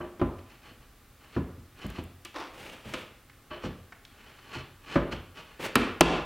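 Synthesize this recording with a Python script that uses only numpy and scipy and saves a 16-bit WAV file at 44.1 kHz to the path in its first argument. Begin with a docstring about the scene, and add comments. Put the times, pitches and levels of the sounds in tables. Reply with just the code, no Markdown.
"""A small workshop: a dovetailed hardwood case is fitted together by hand.
Joints rub, judder and knock as the top board is pushed home; each blow rings the case and its loose
top panel. Fingers tick, a sleeve brushes, a shoe scuffs once. Two hard palm slaps seat the board
and drive a limiter. Behind it all: a short room echo, still air, faint hiss."""
import sys
import numpy as np
from scipy import signal
from scipy.fft import rfft, irfft, next_fast_len
from scipy.io import wavfile
from scipy.ndimage import uniform_filter1d

SR = 44100
rng = np.random.default_rng(int(sys.argv[2]) if len(sys.argv) > 2 else 0)


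def store_wav(level_fs):
    """Save 16-bit WAV to argv[1]."""
    pcm = np.round(np.clip(np.atleast_2d(level_fs), -1, 1) * 32767)
    wavfile.write(sys.argv[1], SR, pcm.T.astype(np.int16))


N = 275624
TIME_S = np.arange(N) / SR
AGE_S = TIME_S[:SR * 3 // 4]
LOW_CUT_HZ, HIGH_CUT_HZ = 33, 15900

# palm slaps: t/s, level/dB, hardness/dB, spot f/Hz (pitch the struck spot favours)
SLAPS = [(5.7552, -13.5, 0, 258), (6.0085, -5, -0.5, 323)]
# slides ending in a knock: t/s, knock level/dB, hardness/dB, spot f/Hz, slide rise/s, slide level/dB
PUSHES = [(1.3645, -28, -1, 296, 0.056, -49.5), (1.845, -40.5, -5.5, 298, 0.067, -46.5),
          (1.983, -37.5, -1.5, 89, 0.046, -44.5), (3.659, -38, -2.5, 275, 0.037, -42),
          (4.9573, -18.5, 3, 610, 0.1, -41.5), (5.129, -38.5, -3, 98.4, 0.015, -38)]
# loose board bumping the case: t/s, level/dB, hardness/dB, spot f/Hz
BUMPS = [(0.196, -44, 8, 347), (0.215, -25, 1, 360), (0.712, -55, -3, 203), (1.575, -59, -11, 87),
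         (2.25, -52.5, 18.5, 397), (2.856, -45.5, -5, 147), (2.937, -36.5, 14.5, 180), (3.638, -36, 0, 530),
         (4.559, -47, -6, 125), (5.596, -40.5, 2, 523)]
# edges of the five registers (boom, body, knock, clack, crack): f/Hz
REGISTER_EDGES_HZ = (45, 200, 600, 1800, 5000, 15000)
# palm on wood, per register: gain/dB
SLAP_COLOUR_DB = (-9, -0.5, 0, -3.5, -10)
# wood on wood, per register: gain/dB
KNOCK_COLOUR_DB = (1.5, 0.5, -5.5, -19, -34.5)
# hard contact trades boom for crack, per register: gain/(dB per dB of hardness)
HARDNESS_SLOPES = (-1.24, -0.038, 0.54, 1.59, 2)
# case modes: f/Hz, level/dB, t60/s
CASE_MODES = [(92, -12.5, 0.14), (146, -1, 0.061), (216.6, 1, 0.08), (262.2, 11, 0.087), (330, 5, 0.066),
              (382, -30, .14), (415, -28, 0.15), (570, -3.5, 0.083), (627, -56, 0.083), (811, -8.5, 0.11),
              (1174, -3, 0.11), (1240, 3, 0.024), (1506, -19, 0.13), (1643, -25.5, 0.09), (2300, -5, .06),
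              (2650, -5, 0.094), (2910, -1.5, 0.11), (2870, -16, 0.05), (4500, -33, 0.037)]
# dense, short-lived case modes: f/Hz, density/dB
CLATTER_SPECTRUM = [(50, -5), (160, 5.5), (330, 7.5), (700, -3), (1400, -5), (2000, -7), (2900, -2.5),
                    (4000, -11), (6000, -20), (10000, -23), (15000, -19.5)]
# top panel modes: f/Hz, level/dB re the blow's register, t60/s
PANEL_MODES = [(87.7, 0, 0.21), (134.6, 2.5, 0.28), (352, 10.5, 0.1), (506, 0.5, .2), (648, 0.5, 0.093),
               (1019.4, 0, 0.22)]
# board eased to and fro: peak t/s, rise/s, level/dB
RUBS = [(.39, 0.0085, -52.5), (.52, .06, -57), (.67, .06, -55.5), (.83, 0.026, -62), (1.25, 0.062, -59),
        (1.9, 0.051, -51), (4.27, 0.17, -56.5), (4.46, 0.1, -55), (4.56, 0.055, -41.5), (5.39, 0.04, -47),
        (5.5, 0.11, -57.5)]
# wood friction: f/Hz, density/dB
RUB_SPECTRUM = [(88, -27), (150, -0.5), (324, -0.5), (728, -8.5), (1600, 0.5), (2270, -5), (2500, 0.5),
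                (3670, -12.5), (4290, -10), (4810, -14.5), (5200, -14.5), (15000, -38.5)]
# joint resonances: f/Hz, width/Hz, gain/dB
JOINT_RESONANCES = [(350, 200, -5.5), (633.6, 27, 6), (840, 72, 0), (998, 36, 5), (1143, 30, 5.5),
                    (1600, 38, -4), (2370, 16, -11), (3006, 72, 7.5), (4280, 77, -6.5)]
# tight joint slipping: peak t/s, rise/s, level/dB, low-pass f/Hz
JUDDERS = [(.005, 0.047, -39, 1140), (3.514, 0.011, -42, 3580)]
# modes ringing as it breaks free: f/Hz, level/dB re the judder, t60/s
JUDDER_MODES = [(90, -5.5, 0.2), (146.4, -5, 0.18), (351, -1.5, 0.66), (612, 1.5, 0.29), (1134, 4, 0.23),
                (1580, -1.5, 0.17)]
# fingers and edges on wood: t/s, level/dB, centre f/Hz
TICKS = [(1.866, -44, 10000), (1.902, -44, 10000), (2.039, -49, 10500), (2.249, -38, 7450),
         (3.297, -48, 1730), (3.922, -38, 1180), (4.05, -44, 2880)]
# sleeve and palm strokes: peak t/s, rise/s, level/dB
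BRUSHES = [(2.59, 0.053, -49), (2.67, 0.13, -46), (2.885, 0.048, -45), (2.97, 0.081, -45.5),
           (5.615, 0.02, -37.5), (5.655, 0.031, -34.5)]
# sleeve and palm friction: f/Hz, density/dB
BRUSH_SPECTRUM = [(53, -34), (90, -5), (562, -0.5), (743, -8), (810, -2.5), (1070, -5.5), (1390, -6.5),
                  (2950, -5), (4080, -15), (15500, -28.5)]
# shoe friction: f/Hz, density/dB
SCUFF_SPECTRUM = [(180, -25), (330, 1.5), (630, -5.5), (1050, 0.5), (1600, -9), (2900, -13), (4000, -17.5),
                  (5700, -20), (6500, -28.5), (14000, -41)]
# workshop echo: f/Hz, t60/s, gain/dB
ECHO_BANDS = [(60.6, 0.54, 2.5), (159, 0.37, -7.5), (410, 0.5, -4), (1190, 0.59, -7), (3150, 0.53, -4),
              (5130, 0.47, -9.5), (8050, 0.36, -11.5), (14000, 0.23, -20)]
# still air: f/Hz, density/dB
AIR_SPECTRUM = [(15, -8.5), (25, 3), (96, -6.5), (129, -4.5), (148, -14), (246, -11.5), (523, -20),
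                (762, -21.5), (826, -16), (895, -27.5), (1140, -18), (4150, -28.5), (6050, -33),
                (15500, -36.5)]
# channel hiss: f/Hz, density/dB
HISS_SPECTRUM = [(15, -14), (25, -2), (523, -5), (895, -16), (4040, -8), (15500, -3.5)]


def blows(rows, colour_db, contact_hz, clatter_db, clatter_t60_s, crack_t60_s, panel_damping_db=0):
    """Each blow rings case and panel; contact hardness tilts the five registers."""
    out = np.zeros(N)
    for t_s, db, hardness_db, spot_hz in rows:
        levels_db = db + np.array(colour_db) + hardness_db * np.array(HARDNESS_SLOPES)
        wood = case_ring(spot_hz, clatter_db, clatter_t60_s)
        wood = low_pass(wood, contact_hz * from_db(hardness_db))
        registers = [band(wood, low_hz, high_hz, order=3)
                     for low_hz, high_hz in zip(REGISTER_EDGES_HZ, REGISTER_EDGES_HZ[1:])]
        registers[-1] *= decay(crack_t60_s)
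        for register, level_db in zip(registers, levels_db):
            peak_rms = np.sqrt(uniform_filter1d(register ** 2, size=512).max())
            add(out, t_s, from_db(level_db) * register / peak_rms)
        add(out, t_s, panel_ring(levels_db - panel_damping_db, spot_hz))
    return out


def case_ring(spot_hz, clatter_db, clatter_t60_s, spot_lead_db=7):
    """Distinct modes, weighted by the struck spot, plus dense modes as decaying noise."""
    modes = 0
    for k, (hz, db, t60_s) in enumerate(CASE_MODES):
        spot_db = spot_lead_db * (spot_coupling(hz, spot_hz) - .5)
        modes += (-1) ** k * mode(hz, db + spot_db + rng.normal(0, 3.1), t60_s)
    clatter = coloured(rng.standard_normal(len(AGE_S)), CLATTER_SPECTRUM)
    return modes + from_db(clatter_db) * clatter * decay(clatter_t60_s)


def panel_ring(levels_db, spot_hz, spot_lead_db=12):
    """The loose panel rings on; each mode follows its register, weaker if the spot misses it."""
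    out = 0
    for hz, db, t60_s in PANEL_MODES:
        drive_db = levels_db[np.searchsorted(REGISTER_EDGES_HZ, hz) - 1]
        miss_db = spot_lead_db * (1 - spot_coupling(hz, spot_hz))
        out += mode(hz, db + drive_db - miss_db, t60_s)
    return out


def spot_coupling(hz, spot_hz, reach_oct=0.23):
    """1 at the spot's pitch or three times it, 0 far away."""
    return max(np.exp(-(np.log2(hz / (k * spot_hz)) / reach_oct) ** 2) for k in (1, 3))


def sliding_joints(stop_s=0.029, ring_db=-3):
    """Fine slips hiss and ring the boards; a push swells to its knock, then stops."""
    slides = [(t_s, rise_s, stop_s, db) for t_s, *_, rise_s, db in PUSHES]
    pressure = stroke_envelope(slides + free_strokes(RUBS, fall_per_rise=1.06))
    fine = slips(rate_hz=3000, spread_db=0.5)
    return pressure * coloured(fine, RUB_SPECTRUM) + from_db(ring_db) * joint_ring(pressure * fine)


def juddering_joints(fall_s=0.072, rasp_db=-1):
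    """A tight joint slips coarsely: it rasps, resonates and rings on."""
    out = 0
    for t_s, rise_s, db, top_hz in JUDDERS:
        coarse = slips(rate_hz=1300, spread_db=2)
        pressure = stroke_envelope([(t_s, rise_s, fall_s, db)])
        rasp = from_db(rasp_db) * pressure * coloured(coarse, RUB_SPECTRUM)
        judder = joint_ring(pressure * coarse) + rasp
        add(judder, t_s, from_db(db) * sum(mode(*row) for row in JUDDER_MODES))
        out += low_pass(judder, top_hz)
    return out


def joint_ring(force):
    """Two boards in contact resonate; unit power gain for a white drive."""
    def resonate(x):
        return sum((-1) ** k * from_db(db) * signal.lfilter(*signal.iirpeak(hz, hz / width_hz, fs=SR), x)
                   for k, (hz, width_hz, db) in enumerate(JOINT_RESONANCES))
    return resonate(force) / np.linalg.norm(resonate(signal.unit_impulse(len(AGE_S))))


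def slips(rate_hz, spread_db, bunch_db=2.5, bunch_hz=110):
    """Friction: tiny random impulses whose size wanders with the grip; rms 1."""
    grip = np.interp(TIME_S * bunch_hz, np.arange(N), rng.standard_normal(N))
    sizes = from_db(spread_db * rng.standard_normal(N) + bunch_db * grip)
    slipping = rng.random(N) < rate_hz / SR
    return unit_rms(slipping * rng.choice([-1, 1], N) * sizes)


def finger_ticks(edge_ratio=1.63, t60_at_1khz_s=0.057):
    """Light contacts: noise bursts, the higher the briefer."""
    out = np.zeros(N)
    for t_s, db, hz in TICKS:
        burst = unit_rms(band(rng.standard_normal(len(AGE_S)), hz / edge_ratio, hz * edge_ratio))
        add(out, t_s, from_db(db) * burst * decay(t60_at_1khz_s / (hz / 1000) ** 0.67))
    return out


def sleeve_brushes():
    """Sleeve and palm slide in dense slips."""
    pressure = stroke_envelope(free_strokes(BRUSHES, fall_per_rise=1.15))
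    return pressure * coloured(slips(rate_hz=9200, spread_db=-2.5), BRUSH_SPECTRUM)


def shoe_scuff(land_s=2.343, peak_s=2.383, rise_s=0.057, fall_s=0.1, level_db=-36):
    """A sole lands abruptly and slides."""
    pressure = (TIME_S > land_s) * stroke_envelope([(peak_s, rise_s, fall_s, level_db)])
    return pressure * coloured(slips(rate_hz=2900, spread_db=3), SCUFF_SPECTRUM)


def shop_echo(x, delay_s=0.0087, build_s=0.0053):
    """Walls and timber racks: lows keep their pitch, treble scatters into a wash and dies sooner."""
    edges_hz = np.r_[45, 100, 200, np.geomspace(400, 16000, 16)]
    onset = 1 - np.exp(-np.maximum(AGE_S - delay_s, 0) / build_s)
    response, wash = 0, 0
    for low_hz, high_hz in zip(edges_hz, edges_hz[1:]):
        hz = np.sqrt(low_hz * high_hz)
        gain = from_db(at_hz(ECHO_BANDS, hz, column=2))
        fade = onset * decay(at_hz(ECHO_BANDS, hz))
        wash_share = np.interp(hz, (200, 300, 3500, 6000), (0, .4, .4, 1))
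        tail = band(rng.standard_normal(len(AGE_S)), low_hz, high_hz) * fade
        tail_energy = (1 - wash_share) * 2 * (high_hz - low_hz) / SR
        response += gain * np.sqrt(tail_energy) * tail / np.linalg.norm(tail)
        if wash_share:
            envelope = echo_envelope(band(x, low_hz, high_hz, order=3), fade)
            noise = unit_rms(band(rng.standard_normal(N), low_hz, high_hz, order=3))
            wash += gain * np.sqrt(wash_share) * envelope * noise
    return signal.fftconvolve(x, response)[:N] + wash


def echo_envelope(x, fade, hop=32):
    """Echo rms: the power of x smeared over the fade."""
    power = uniform_filter1d(x ** 2, size=hop)[::hop]
    kernel = fade[::hop] ** 2
    smeared = signal.fftconvolve(power, kernel / kernel.sum())[:len(power)]
    return np.interp(TIME_S, TIME_S[::hop], np.sqrt(np.abs(smeared)))


def air_and_hiss(air_db=-56.5, hiss_db=-65.5):
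    """Steady noise: shared room air, separate hiss per channel."""
    air = coloured(rng.standard_normal(N), AIR_SPECTRUM)
    hiss = np.array([coloured(white, HISS_SPECTRUM) for white in rng.standard_normal((2, N))])
    return from_db(air_db) * air + from_db(hiss_db) * hiss


def stroke_envelope(rows):
    """Gaussian rise and fall about each peak, summed in power."""
    power = 0
    for peak_s, rise_s, fall_s, db in rows:
        width_s = np.where(TIME_S < peak_s, rise_s, fall_s)
        power += from_db(db) ** 2 * np.exp(-np.pi * ((TIME_S - peak_s) / width_s) ** 2)
    return np.sqrt(power + 1e-24)


def free_strokes(rows, fall_per_rise):
    return [(peak_s, rise_s, fall_per_rise * rise_s, db) for peak_s, rise_s, db in rows]


def mode(hz, db, t60_s):
    return from_db(db) * decay(t60_s) * np.sin(2 * np.pi * hz * AGE_S)


def decay(t60_s):
    return np.exp(-np.log(1000) * AGE_S / t60_s)


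def coloured(x, spectrum):
    """Spectral shaping; rms 1."""
    size = next_fast_len(len(x), real=True)
    gain = from_db(at_hz(spectrum, np.fft.rfftfreq(size, 1 / SR)))
    return unit_rms(irfft(rfft(x, size) * gain, size)[:len(x)])


def at_hz(table, hz, column=1):
    table = np.array(table)
    return np.interp(np.log(hz + 1e-9), np.log(table[:, 0]), table[:, column])


def band(x, low_hz, high_hz, order=2):
    return signal.sosfilt(signal.butter(order, [low_hz, high_hz], "band", fs=SR, output="sos"), x)


def low_pass(x, hz):
    return signal.sosfilt(signal.butter(2, min(hz, HIGH_CUT_HZ), fs=SR, output="sos"), x)


def from_db(db):
    return 10 ** (np.asarray(db) / 20)


def unit_rms(x):
    return x / np.sqrt(np.mean(x ** 2) + 1e-20)


def add(track, t_s, sound):
    start = round(t_s * SR)
    track[start:start + len(sound)] += sound[:N - start]


def scene():
    """Handwork, echo and air, alike in both channels except for the hiss."""
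    stops = [push[:4] for push in PUSHES]
    knocks = blows(stops + BUMPS, KNOCK_COLOUR_DB, contact_hz=1380,
                   clatter_db=8.5, clatter_t60_s=0.1, crack_t60_s=0.1)
    slaps = blows(SLAPS, SLAP_COLOUR_DB, contact_hz=11700,
                  clatter_db=14, clatter_t60_s=0.074, crack_t60_s=0.027, panel_damping_db=8)
    wood = knocks + slaps + finger_ticks() + sliding_joints() + juddering_joints()
    direct = wood + sleeve_brushes() + shoe_scuff()
    return direct + shop_echo(direct) + air_and_hiss()


def record(dry, threshold_db=-8.5, release_db_per_s=101, attack_s=0.0068, ceiling=0.59):
    """Low cut, limiter ducking on the slaps, soft clip, high cut."""
    dry = signal.sosfilt(signal.butter(2, LOW_CUT_HZ, "high", fs=SR, output="sos"), dry)
    over_db = np.maximum(20 * np.log10(np.abs(dry).max(axis=0) + 1e-9) - threshold_db, 0)
    release_db = release_db_per_s * TIME_S
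    held_db = np.maximum.accumulate(over_db + release_db) - release_db
    pole = np.exp(-1 / (attack_s * SR))
    duck_db = signal.lfilter([1 - pole], [1, -pole], held_db)
    rounded = ceiling * np.tanh(dry * from_db(-duck_db) / ceiling)
    return signal.sosfilt(signal.ellip(10, .1, 80, HIGH_CUT_HZ, fs=SR, output="sos"), rounded)


dry = scene()
out = record(dry)
store_wav(out)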